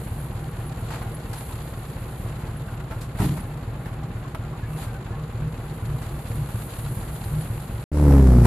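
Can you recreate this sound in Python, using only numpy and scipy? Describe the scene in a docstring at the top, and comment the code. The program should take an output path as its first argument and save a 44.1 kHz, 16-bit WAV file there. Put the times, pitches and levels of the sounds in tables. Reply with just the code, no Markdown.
"""A slow, loping diesel is heard first: a dump truck with four cylinders creeps over wet gravel.
Its cylinders send unequal blasts and puffs of gas through an open tailpipe and knock on the engine block.
Filtered noise makes grit crunch and hiss, ringing tones make steel knock and boom, gliding tones squeak.
After a short silence a second truck, far louder, barks and comes down from a rev: a sum of sliding
harmonics with rasping noise at each firing."""
import sys
import numpy as np
from scipy import signal
from scipy.fft import rfft, irfft, next_fast_len
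from scipy.io import wavfile
from scipy.ndimage import uniform_filter1d

SR = 44100
rng = np.random.default_rng(int(sys.argv[2]) if len(sys.argv) > 2 else 0)


def transcribe(signal):
    """Save signal, clipped to [-1, 1], as a 16-bit WAV file at the path in sys.argv[1]."""
    frames = np.atleast_2d(signal).T
    limited = np.clip(frames, -1, 1)
    pcm = np.round(limited * 32767).astype(np.int16)
    wavfile.write(sys.argv[1], SR, pcm)


N = 373304
T = np.arange(N) / SR  # time of every sample in seconds

# The four cylinders of the slow engine. Each row: lag behind even firing in seconds, pitch of its chuff in Hz,
# chuff level in dB, chuff rise in seconds, level of its deep thump in dB.
CYLINDERS = [(.0092, 108.4, -0.5, 0.0089, -40), (-.0029, 142.6, -8, 0.03, -15.5),
             (.0083, 129.4, -5, 0.014, -23.5), (.0195, 116, -4, 0.0041, -17)]
# The silence between the trucks: its start and end in seconds.
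SILENCE = (7.84, 7.916)
# Tone of flying grit and small stones. Each row: pitch in Hz, relative level in dB per Hz.
GRIT_TONE = [(800, 7), (3000, 5.5), (4500, 11.5), (5800, 4), (7500, 11), (13000, 6)]


def idle(jitter_s=0.0003, uneven_db=1.0, labour_jitter_s=0.001506, labour_uneven_db=1.0, gas_db=-44,
         metal_db=-49.0, puff_s=0.13, steady=0.92, repeat=0.45, rumble_db=-43):
    """Four unequal cylinders knock, ring the pipe and each let out a puff of gas."""
    # Ringing of tailpipe and silencer. Each row: pitch in Hz, width in Hz, level in dB.
    pipe_modes = [(37.9, 3.9, 21), (60.5, 5.1, 20), (110.6, 4, 7.5), (153.7, 4.5, 6.5), (188.8, 6.6, 16),
                  (241, 7.8, 18.5)]
    # Tone of the gas and clatter. Each row: pitch in Hz, relative level in dB per Hz.
    gas_tone = [(100, -34.5), (170, -1.5), (318, -8), (364, -9.5), (404, -15), (462, -9.5), (586, -8.5),
                (790, -12), (903, -14), (1350, -14.5), (2180, -20.5), (4130, -33), (6000, -49.5),
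                (7800, -113), (13200, -120)]
    # Tone of the formless rumble. Each row: pitch in Hz, relative level in dB per Hz.
    rumble_tone = [(10, -29), (25, -21), (40, -24), (70, 0), (115, -8.5), (160, -4.5), (220, -6.5),
                   (400, -20), (900, -91.5)]
    # Metal parts that ring in the clatter. Each row: pitch in Hz, width in Hz, level in dB.
    metal_modes = [(370.3, 58, 7), (452.3, 23, 6.5), (804, 45, -3), (1034, 140, -3), (1300, 26, -24)]
    # Exhaust level over time. Each row: time in seconds, level in dB.
    exhaust_levels = [(0, -30.5), (1.8, -33), (2.6, -30.5), (3.8, -31.5), (4.8, -31), (6.2, -32.5),
                      (7.3, -32), (7.84, -29.5)]
    # The engine hunts under load and surges on every other cycle. Each row: time in seconds, gain in dB.
    surges = [(5.43, 4), (5.93, 5), (6.41, 6.5), (6.89, 5.5), (7.36, 4)]
    # The part of the pipe's note that swells. 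Each row: pitch in Hz, width in Hz, level in dB.
    surge_modes = [(122, 160, 4.5)]
    firings_per_s, sag_per_s = 16.9, 0.03  # rate at the opening, and its loss each second under load
    first_firing_s, lead_s, surge_width_s = 0.103, 0.6, 0.06
    labour_from_s, labour_build_s = 5.7, 1.0  # the engine starts to labour and fires more raggedly
    knock_delay_s = 0.0251

    clock = T - lead_s  # the engine is already running when the scene opens
    count = np.cumsum(firings_per_s - sag_per_s * clock) / SR
    count -= np.interp(first_firing_s, clock, count)
    k = np.arange(-2 * len(CYLINDERS), int(count[-1]))
    cylinder = k % len(CYLINDERS)
    chance = rng.standard_normal((len(k), 2))
    beat = np.interp(k, count, clock)
    labour = np.clip((beat - labour_from_s) / labour_build_s, 0, 1)
    lag = np.array(CYLINDERS)[cylinder, 0]
    firing = beat + lag + (jitter_s + labour_jitter_s * labour) * chance[:, 0]
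    size = amp((uneven_db + labour_uneven_db * labour) * chance[:, 1])  # no two firings are alike

    blasts = chuffs(firing + lead_s, cylinder, size)
    # the narrow modes outlast a firing, so neighbouring blasts add or cancel
    ring = blasts + resonate(blasts, pipe_modes)
    # an open pipe radiates no slow flow
    ring = signal.sosfiltfilt(signal.butter(2, 22, "high", fs=SR, output="sos"), ring)

    # part of the clatter comes back alike with every turn of the camshaft
    cycle_start = clicks(firing + lead_s, cylinder == 0)
    one_cycle = rng.standard_normal((2, int(SR * len(CYLINDERS) / firings_per_s)))
    clatter = signal.oaconvolve(cycle_start[None], one_cycle, axes=1)[:, :N]
    share = np.clip(repeat, 0, 1)
    repeating = unit(colour(spread(clatter), gas_tone))
    gas = np.sqrt(share) * repeating + np.sqrt(1 - share) * noise(gas_tone)
    gas *= unit(steady + fade(clicks(firing + lead_s, size), puff_s))
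    gas = amp(gas_db) * gas + amp(metal_db) * unit(resonate(gas, metal_modes))

    # drop the lead-in so that both parts start with the scene
    ring, gas = (np.roll(part, -int(lead_s * SR), axis=-1) for part in (unit(ring), gas))
    low = amp(curves(exhaust_levels)[0]) * ring + amp(rumble_db) * noise(rumble_tone)
    surge_db = sum(db * np.exp(-((T - at) / surge_width_s) ** 2) for at, db in surges)
    surge = (amp(surge_db) - 1) * resonate(low, surge_modes)
    return low + surge + gas + diesel_knock(beat + knock_delay_s, cylinder)


def chuffs(s, cylinder, size, detune=0.02, thump_hz=53.8, thump_rise_s=0.011, thump_delay_s=0.0099,
           climb_hz_per_s=170):
    """Each cylinder's blast hoots near its own pitch over a deep thump, so the idle rises and falls once a cycle."""
    t = T[:SR // 4]

    def hoot(t, hz, rise_s, climb=0):
        """A tone that swells and dies, climbing through hz at its peak."""
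        swell = t / rise_s * np.exp(1 - t / rise_s)
        return swell * np.sin(2 * np.pi * (hz + climb * (t / 2 - rise_s)) * t)

    thump = hoot(np.maximum(t - thump_delay_s, 0), thump_hz, thump_rise_s)
    out = np.zeros(N)
    for start, k, gain, chance in zip(s, cylinder, size, rng.standard_normal(len(s))):
        _, hz, db, rise_s, thump_db = CYLINDERS[k]
        chuff = amp(db) * hoot(t, hz * (1 + detune * chance), rise_s, climb_hz_per_s)
        blast = gain * (chuff - amp(thump_db) * thump)
        part = out[max(int(start * SR), 0):][:len(t)]
        part += blast[:len(part)]
    return out


def diesel_knock(s, cylinder, knock_db=-44, decay_s=0.019, rise_s=0.00095, uneven_db=2, ring_db=1):
    """Each ignition cracks against the engine block; one cylinder knocks hardest."""
    # Strength of the knock between exhaust blasts: one level in dB for each cylinder.
    cylinder_db = [-4.5, -3, -11.5, -0.5]
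    # Tone of the knock. Each row: pitch in Hz, relative level in dB per Hz.
    knock_tone = [(250, -23), (500, 10), (1000, 2.5), (1600, 4), (2600, -6), (4300, -12), (6000, -29),
                  (13000, -30)]
    # Ringing of the engine block. Each row: pitch in Hz, width in Hz, level in dB.
    block_modes = [(880, 90, -2), (1495, 110, -6.5), (1900, 100, -9.5), (2660, 220, 5)]
    strikes = clicks(s, amp(np.array(cylinder_db)[cylinder] + uneven_db * rng.standard_normal(len(s))))
    crack = (fade(strikes, decay_s) - fade(strikes, rise_s)) * noise(knock_tone, grain_db=2)
    return amp(knock_db) * (crack + amp(ring_db) * resonate(crack, block_modes))


def rev(waver=0.0025, jitter_turns=0.0043, rough_db=2.2, drive=0.61, crack_db=-31, rasp_db=-30.5,
        puff_s=0.0022, between=0.38, air_db=-40, open_share=0.61, crest_share=0.09, cresting=0.28,
        ragged_db=1.7, burble_db=-30, coast_burble_db=2):
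    """Each firing is a pressure step up and a step back down; gas rasps at the fronts and burbles in the pipe."""
    # Speed of the second truck's engine. Each row: time in seconds, firings per second.
    rev_speed = [(7.92, 74.5), (8, 74.3), (8.054, 72.3), (8.11, 70.1), (8.168, 69), (8.227, 66.6),
                 (8.289, 63.2), (8.354, 60.7), (8.46, 57.6)]
    # Exhaust note on the throttle. Each row: multiple of the firing rate, level in dB.
    pulling = [(0.5, -14), (1, -0.5), (1.5, -27), (2, -4), (2.5, -16), (3, -15.5), (3.5, -39), (4, -6.5),
               (4.5, -40), (5, -17), (5.5, -37), (6, -22.5), (6.5, -38), (7, -19.5), (7.5, -42), (8, -21),
               (8.5, -31), (9, -35)]
    # Exhaust note off the throttle. Each row: multiple of the firing rate, level in dB.
    coasting = [(0.5, -22), (1, 1), (1.5, -26), (2, -5), (2.5, -12), (3, -9), (3.5, -31), (4, -8),
                (4.5, -32), (5, -27.5), (5.5, -29), (6, -21.5), (6.5, -43), (7, -32.5), (7.5, -43),
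                (8, -35), (8.5, -36), (9, -36)]
    # Pitches the pipe favours as the note slides through them. Each row: pitch in Hz, gain in dB.
    pipe_gain = [(57, -3.5), (62, 0.5), (68, -0.5), (105, 6), (118, 4.5), (128, -2.5), (142, 0.5),
                 (180, -1.5), (200, -0.5), (240, 0), (280, -0.5), (380, 1), (415, 3.5), (455, -3), (497, 4),
                 (620, -3), (700, 0)]
    # Tone of the front of each firing. Each row: pitch in Hz, relative level in dB.
    crack_tone = [(300, -34.5), (560, 21.5), (680, 6), (850, 6), (1100, -0.5), (1400, -0.5), (2200, -25),
                  (4000, -41)]
    # Tone of the rasping gas. Each row: pitch in Hz, relative level in dB per Hz.
    rasp_tone = [(100, -21), (400, 4.5), (800, -0.5), (1400, -7), (2200, -14), (3500, -30), (6000, -28.5),
                 (13000, -17.5)]
    # Tone of the turbulence in the pipe. Each row: pitch in Hz, relative level in dB per Hz.
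    burble_tone = [(40, -26), (90, 0), (160, 9), (260, -0.5), (400, -1), (900, -37)]
    # Tone of the airy hiss. Each row: pitch in Hz, relative level in dB per Hz.
    air_tone = [(1000, 23), (3000, 8.5), (4800, 9.5), (6300, 6), (7700, 11), (8800, 3), (10000, 13),
                (13000, -4)]
    first_firing_s = 7.9185
    step_back = 0.55  # the pressure step back down, as a share of the step up
    full_db, start_db, swell_s = -9.5, -16, 0.22  # full level, how far below it the exhaust starts, swell time
    onset_s, air_onset_s = 0.0014, 0.019  # the bass arrives first, the hiss after it
    lift_off_s, throttle_close_s = 8.12, 0.1  # the driver lifts off the throttle
    coast_note_db, coast_rasp_db = -1.7, -4.5  # change of level once the throttle is shut
    blip_s, blip_rise_s, blip_db = 8.434, 0.02, 12.5  # the throttle is stabbed open and the rasp flares

    hz, = curves(rev_speed)
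    swell = np.interp(T, [SILENCE[1], SILENCE[1] + swell_s], [amp(start_db), 1])
    shut = np.clip((T - lift_off_s) / throttle_close_s, 0, 1)
    flare = amp(blip_db * np.clip((T - blip_s) / blip_rise_s, 0, 1))
    hz = hz * (1 + waver * unit(uniform_filter1d(rng.standard_normal(N), size=600)))
    turns = np.cumsum(hz) / SR  # one turn is one firing
    # each burn comes a little early or late
    turns += jitter_turns * wander(0.007) - np.interp(first_firing_s, T, turns)
    running = T > SILENCE[1]

    note = np.zeros(N)
    for order in np.arange(1, len(pulling) + 1) / 2:
        db = (1 - shut) * read(pulling, order) + shut * read(coasting, order)
        db = db + rough_db * min(order / 4, 1) * wander(0.015)  # no two burns are alike
        db = db[running] + read(pipe_gain, order * hz[running])
        # phase that a step up followed by a smaller step down gives this harmonic
        both_steps = np.angle(1 - step_back * np.exp(-2j * np.pi * order * open_share))
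        note[running] += amp(db) * np.sin(2 * np.pi * order * turns[running] + both_steps)

    def steps(u):
        """An impulse each time the count u passes a whole number."""
        return np.diff(np.floor(u), prepend=np.floor(u[0]))

    def even(x):
        """Rms 1 during the rev."""
        return x / np.sqrt(np.mean(x[..., running] ** 2))

    opens, crests = steps(turns), steps(turns - crest_share)
    closes = steps(turns - open_share - crest_share)
    blows = opens - cresting * crests - step_back * closes
    blows = blows * amp(ragged_db * rng.standard_normal(N))
    puffs = even(between + fade(abs(blows), puff_s))
    crack = amp(crack_db) * even(colour(blows, crack_tone))
    edge = crack + amp(rasp_db) * flare * puffs * noise(rasp_tone, grain_db=1.0)
    note = np.tanh(drive * even(note))  # the crests of the loud wave flatten
    exhaust = amp(full_db + coast_note_db * shut) * even(note) + amp(coast_rasp_db * shut) * edge
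    exhaust = exhaust + amp(burble_db + coast_burble_db * shut) * noise(burble_tone)
    air = amp(air_db) * flare * np.sqrt(puffs) * noise(air_tone, grain_db=2.0)
    since = np.maximum(T - SILENCE[1], 0)
    exhaust_onset, air_onset = 1 - np.exp(-since / onset_s), 1 - np.exp(-since / air_onset_s)
    return exhaust_onset * swell * exhaust + air_onset * air


def tyres(crunch_db=-51, crunch_follow=0.45, hiss_db=7, patchy_db=1.27, patch_s=0.05, clump_db=2.5,
          clump_s=0.006, lean_db=-0.5):
    """Wet grit crackles under rolling tyres: hiss follows their briskness closely, coarse crunch comes in clumps."""
    # How briskly the tyres roll over the wet gravel. Each row: time in seconds, level in dB.
    rolling = [(0, -52.5), (0.45, -56.5), (1.2, -56), (2.2, -55), (2.8, -61.5), (3.7, -63), (5.2, -62),
               (6.2, -52.5), (6.85, -49), (7.3, -49), (7.8, -55)]
    # A tyre grinds through loose stones, swelling and dying away. 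Each row: time of the peak in seconds,
    # crunch level in dB, hiss level in dB, rise in seconds, fall in seconds.
    grinds = [(0.93, -42.5, -62, 0.067, 0.08), (1.37, -46, -42.5, 0.031, 0.29),
              (3.232, -37, -34.5, 0.033, 0.093), (4.82, -44, -42.5, 0.087, 0.063)]
    # Tone of the coarse crunch. Each row: pitch in Hz, relative level in dB per Hz.
    crunch_tone = [(200, -38), (700, 11), (1400, 4), (2500, 0), (4400, 0), (5700, -14.5), (7200, 0.5),
                   (9000, -18), (13000, -21.5)]
    # Tone of the wet hiss. Each row: pitch in Hz, relative level in dB per Hz.
    hiss_tone = [(2000, -46), (6000, -16.5), (7200, -8), (9000, -3), (10400, 4), (11500, 3.5), (13000, -1)]
    roll_db, = curves(rolling)
    crunch = amp(crunch_db + crunch_follow * (roll_db - roll_db.mean()))
    hiss = amp(roll_db + hiss_db)
    for s, stones_db, grit_db, rise_s, fall_s in grinds:
        swell = np.exp(-np.maximum((s - T) / rise_s, (T - s) / fall_s))
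        crunch = np.hypot(crunch, amp(stones_db) * swell)
        hiss = np.hypot(hiss, amp(grit_db) * swell)
    crunch = crunch * amp(clump_db * wander(clump_s))  # stones give way a few at a time
    hiss = hiss * amp(patchy_db * wander(patch_s))  # the gravel lies unevenly
    lean = amp([[lean_db], [-lean_db]])  # the hiss leans to the right
    return crunch * noise(crunch_tone, grain_db=1.0) + hiss * noise(hiss_tone, grain_db=2) * lean


def knocks(rise_s=0.00053, ring_db=-1, rattle_db=1.5, rattle_s=0.0034):
    """Short dull clacks of loose steel, each with a spray of grit."""
    # Rattles of the body and stones under the tyres. Each row: start in seconds, clack level in dB,
    # spray level in dB, decay time in seconds.
    hit_list = [(0.904, -38.5, -44, 0.03), (0.935, -39, -55, 0.03), (1.016, -39, -60, 0.016),
                (1.33, -40, -37, 0.019), (2.397, -45.5, -66, 0.038), (2.463, -47, -66, 0.018),
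                (2.678, -52, -66, 0.017), (2.724, -45, -69, 0.015), (2.8, -40, -56, 0.01),
                (2.909, -36.5, -58, 0.022), (3.009, -56, -39, 0.03), (3.153, -46, -56, 0.009),
                (3.187, -35, -51, 0.018), (3.2, -33.5, -38, 0.012), (3.217, -32, -44, 0.01),
                (3.238, -34, -47, 0.015), (3.367, -38.5, -45, 0.023), (3.857, -40, -58, 0.03),
                (4.347, -32, -60, 0.011), (4.825, -43, -46, 0.032), (6.018, -42, -48, 0.039),
                (6.488, -39.5, -60, 0.02)]
    # Tone of the clacks. Each row: pitch in Hz, relative level in dB per Hz.
    clack_tone = [(80, -32), (250, 7.5), (450, -16), (800, 0), (1350, 0), (2000, -3.5), (4000, -14.5),
                  (6000, -20.5), (13000, -13.5)]
    # Ringing of loose steel fittings. Each row: pitch in Hz, width in Hz, level in dB.
    fitting_modes = [(473, 18, -21), (647, 63, 14), (851, 49, 9), (1303, 26, 7), (1590, 20, -1),
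                     (1980, 22, -18)]
    clack, spray = np.zeros((2, N))
    spray_rise_s = 0.0019  # the grit takes a moment to fly
    for s, clack_db, spray_db, decay_s in hit_list:
        t = np.maximum(T - s, 0)
        shape = np.exp(-t / decay_s) * (1 - np.exp(-t / rise_s))
        clack += amp(clack_db) * shape
        spray += amp(spray_db) * shape * (1 - np.exp(-t / spray_rise_s))
    rattle = amp(rattle_db * wander(rattle_s))  # the parts rebound as they settle
    hits = clack * rattle * noise(clack_tone, grain_db=1.0)
    return hits + amp(ring_db) * resonate(hits, fitting_modes) + spray * noise(GRIT_TONE, grain_db=-3.0)


def body(shudder_db=-12, shudder_s=0.053, rise_s=0.0026):
    """Blows ring the steel panels of the dump body, and the empty box shudders."""
    # Heavy blows on the dump body. Each row: time in seconds, strength in dB.
    booms = [(3.199, -13.5), (3.216, -17), (3.24, -16), (3.2521, -26), (3.2939, -23), (3.323, -26)]
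    # Ringing of its panels. Each row: pitch in Hz, level in dB, time to fall by 60 dB in seconds.
    panels = [(64.4, -11, 0.25), (112, 0, 0.091), (143, -2, .3), (175.5, -12, 0.63), (235.7, -12, 0.29),
              (298.2, -18, 0.38), (400, -15, 0.17)]
    shudder_tone = [(15, -24), (50, 11), (120, 10.0), (330, 1.5), (500, -16), (1500, -35.5)]  # Hz, dB per Hz
    t = T[:SR // 2]
    ring = sum(amp(db - 60 * t / t60) * np.sin(2 * np.pi * hz * t) for hz, db, t60 in panels)
    ring = ring * (1 - np.exp(-t / rise_s))
    s, db = np.transpose(booms)
    blows = clicks(s, amp(db))
    shudder = fade(blows, shudder_s) * noise(shudder_tone)
    return signal.oaconvolve(blows, ring)[:N] + amp(shudder_db) * shudder


def chatter(per_s=22, spread_db=3.5, decay_s=0.014):
    """Loose steel parts knock at random, each ringing at its own pitch."""
    # Level of the chattering as the truck rocks. 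Each row: time in seconds, level in dB.
    chatter_levels = [(0, -55), (1, -51), (1.8, -57), (2.3, -49.5), (2.85, -57), (3.6, -51), (7.8, -55)]
    # The loose parts. Each row: pitch in Hz, width in Hz, level in dB.
    part_modes = [(356, 29, -6), (608, 55, -2), (793, 26, 6), (1130, 83, -1.5), (1370, 78, -5.5)]
    out = np.zeros((2, N))
    for mode in part_modes:
        s, size = rng.random((int(per_s * T[-1]), 2)).T
        taps = fade(clicks(s * T[-1], amp(spread_db * -np.log(size + .05))), decay_s)
        out += resonate(taps * rng.standard_normal((2, N)), [mode])
    return amp(curves(chatter_levels)[0]) * unit(spread(out))


def squeaks(waver=0.013, waver_s=0.0016):
    """Tiny gliding chirps and creaks with a wavering pitch."""
    # Thin squeaks and creaks of the springs and body. Each row: time of the peak in seconds, level in dB,
    # pitch in Hz, length in seconds, glide in Hz per second.
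    squeak_list = [(.204, -47, 10350, .0086, 17997), (0.673, -45.5, 10400, 0.018, 17981),
                   (1.03, -48, 10300, .0086, 18000), (1.152, -40, 10350, 0.008, 17995),
                   (1.385, -41.5, 10350, 0.0077, 18000), (2.574, -47, 10350, .0086, 17997),
                   (2.713, -48, 1420, .04, -800), (2.81, -50, 1405, 0.02, 0), (2.93, -46, 1354, .03, 1500),
                   (3.409, -45.5, 10300, 0.0095, 17998), (4.639, -44.5, 1700, 0.016, 0),
                   (4.678, -53, 2260, .025, 800), (4.757, -54, 2670, .04, 0),
                   (4.824, -49, 1705, .02, -1500), (4.885, -49, 1570, .03, 0),
                   (4.958, -45, 1520, .022, -1000), (5.135, -47, 1720, 0.015, 7),
                   (5.148, -45.5, 1085, .04, 600), (7.417, -41, 10300, 0.0079, 18000)]
    out = np.zeros(N)
    t = np.arange(-SR // 10, SR // 10) / SR
    unsteady = 1 + waver * wander(waver_s)
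    for s, db, hz, length_s, glide in squeak_list:
        span = int((s + t[0]) * SR) + np.arange(len(t))
        pitch = glide * t + hz * unsteady[span]
        tone = np.sin(2 * np.pi * np.cumsum(pitch) / SR)
        out[span] += amp(db) * np.exp(-(t / length_s) ** 2) * tone
    return out


def pebbles(per_s=4, softest_db=-56, spread_db=3, decay_s=0.014):
    """Now and then a small stone snaps under a tyre."""
    s, size = rng.random((int(per_s * T[-1]), 2)).T
    snaps = clicks(s * T[-1], amp(spread_db * 2 * size))
    return amp(softest_db) * fade(snaps, decay_s) * noise(GRIT_TONE)


def clinks(per_s=45, low_hz=750, high_hz=3200, base_db=-52, fall_db_per_octave=5, spread_db=3, cycles=24):
    """Stones and chain links click together, each with a short ring at its own pitch."""
    out = np.zeros((2, N))
    t = T[:SR // 10]
    for when, pitch, size, left, right in rng.random((int(per_s * T[-1]), 5)):
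        hz = low_hz * (high_hz / low_hz) ** pitch
        db = base_db - fall_db_per_octave * np.log2(hz / low_hz) - spread_db * np.log(size + .05)
        phase = np.pi * np.array([[left], [right]])
        ring = amp(db) * np.exp(-t * hz / cycles) * np.sin(2 * np.pi * hz * t + phase)
        part = out[:, int(when * N):][:, :len(t)]
        part += ring[:, :part.shape[1]]
    return out


def amp(db):
    """Decibels to gain."""
    return 10 ** (np.asarray(db) / 20)


def unit(x):
    """Scales to rms 1."""
    return x / np.sqrt(np.mean(x ** 2) + 1e-20)


def read(points, hz):
    """Reads a spectrum on a log-frequency axis."""
    f, value = np.transpose(points)
    return np.interp(np.log(hz + 1), np.log(f + 1), value)


def curves(rows, t=T):
    """Reads each column of a table at the times t."""
    s, *columns = np.transpose(rows)
    return [np.interp(t, s, c) for c in columns]


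def colour(x, spectrum, size=8192):
    """Filters x to the given spectrum, without any sound ahead of its cause."""
    log_gain = np.log(amp(read(spectrum, abs(np.fft.fftfreq(size, 1 / SR)))))
    # the Hilbert transform gives the minimum phase that belongs to this gain
    taps = np.fft.ifft(np.exp(np.conj(signal.hilbert(log_gain)))).real[:size // 2]
    return signal.oaconvolve(np.atleast_2d(x), taps[None], axes=1)[:, :N]


def spread(pair):
    """Two unrelated signals become a stereo pair: mono bass, wide treble."""
    # Likeness of left and right. Each row: pitch in Hz, likeness (1 is identical, 0 unrelated).
    likeness = [(30, 1), (130, 0.98), (250, 1), (600, 0.86), (1200, 0.56), (2500, 0.34), (5000, 0.063),
                (12000, -0.075)]
    a, b = rfft(pair, next_fast_len(N))
    same = np.clip(read(likeness, np.linspace(0, SR / 2, len(a))), -1, 1)
    mid, side = a * np.sqrt((1 + same) / 2), b * np.sqrt((1 - same) / 2)
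    return irfft([mid + side, mid - side], next_fast_len(N))[:, :N]


def noise(spectrum, grain_db=0):
    """Stereo noise of rms 1; grain_db lifts some instants out as grains, or dips them if negative."""
    size = amp(grain_db * np.minimum(rng.exponential(1, N // 16 + 1), 6)).repeat(16)[:N]
    return unit(colour(spread(rng.standard_normal((2, N)) * size), spectrum))


def clicks(times, sizes):
    """Impulses at the given times."""
    at = np.round(np.asarray(times) * SR).astype(int)
    inside = (at >= 0) & (at < N)
    return np.bincount(at[inside], np.asarray(sizes)[inside], N)


def fade(x, seconds):
    """Gives each impulse an exponential tail."""
    return signal.lfilter([1], [1, -np.exp(-1 / (SR * seconds))], x)


def resonate(x, modes):
    """Passes x through a bank of resonances."""
    return sum(amp(db) * signal.lfilter(*signal.iirpeak(hz, hz / width, fs=SR), x) for hz, width, db in modes)


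def wander(seconds):
    """Slow chance of rms 1 that changes over about the given time."""
    knots = np.arange(0, T[-1] + seconds, seconds)
    return unit(np.interp(T, knots, rng.standard_normal(len(knots))))


def scene():
    """The creeping truck, a silence, the revving truck."""
    first = idle() + tyres() + knocks() + body() + chatter() + squeaks() + pebbles() + clinks()
    return first * (T < SILENCE[0]) + rev() * (T > SILENCE[1])


def record(dry):
    """Cuts the treble above the band limit with a steep low-pass filter."""
    edge_hz = 13200
    taps = signal.firwin(511, edge_hz, window=("kaiser", 9), fs=SR)
    return signal.oaconvolve(dry, taps[None], "same")


dry = scene()
out = record(dry)
transcribe(out)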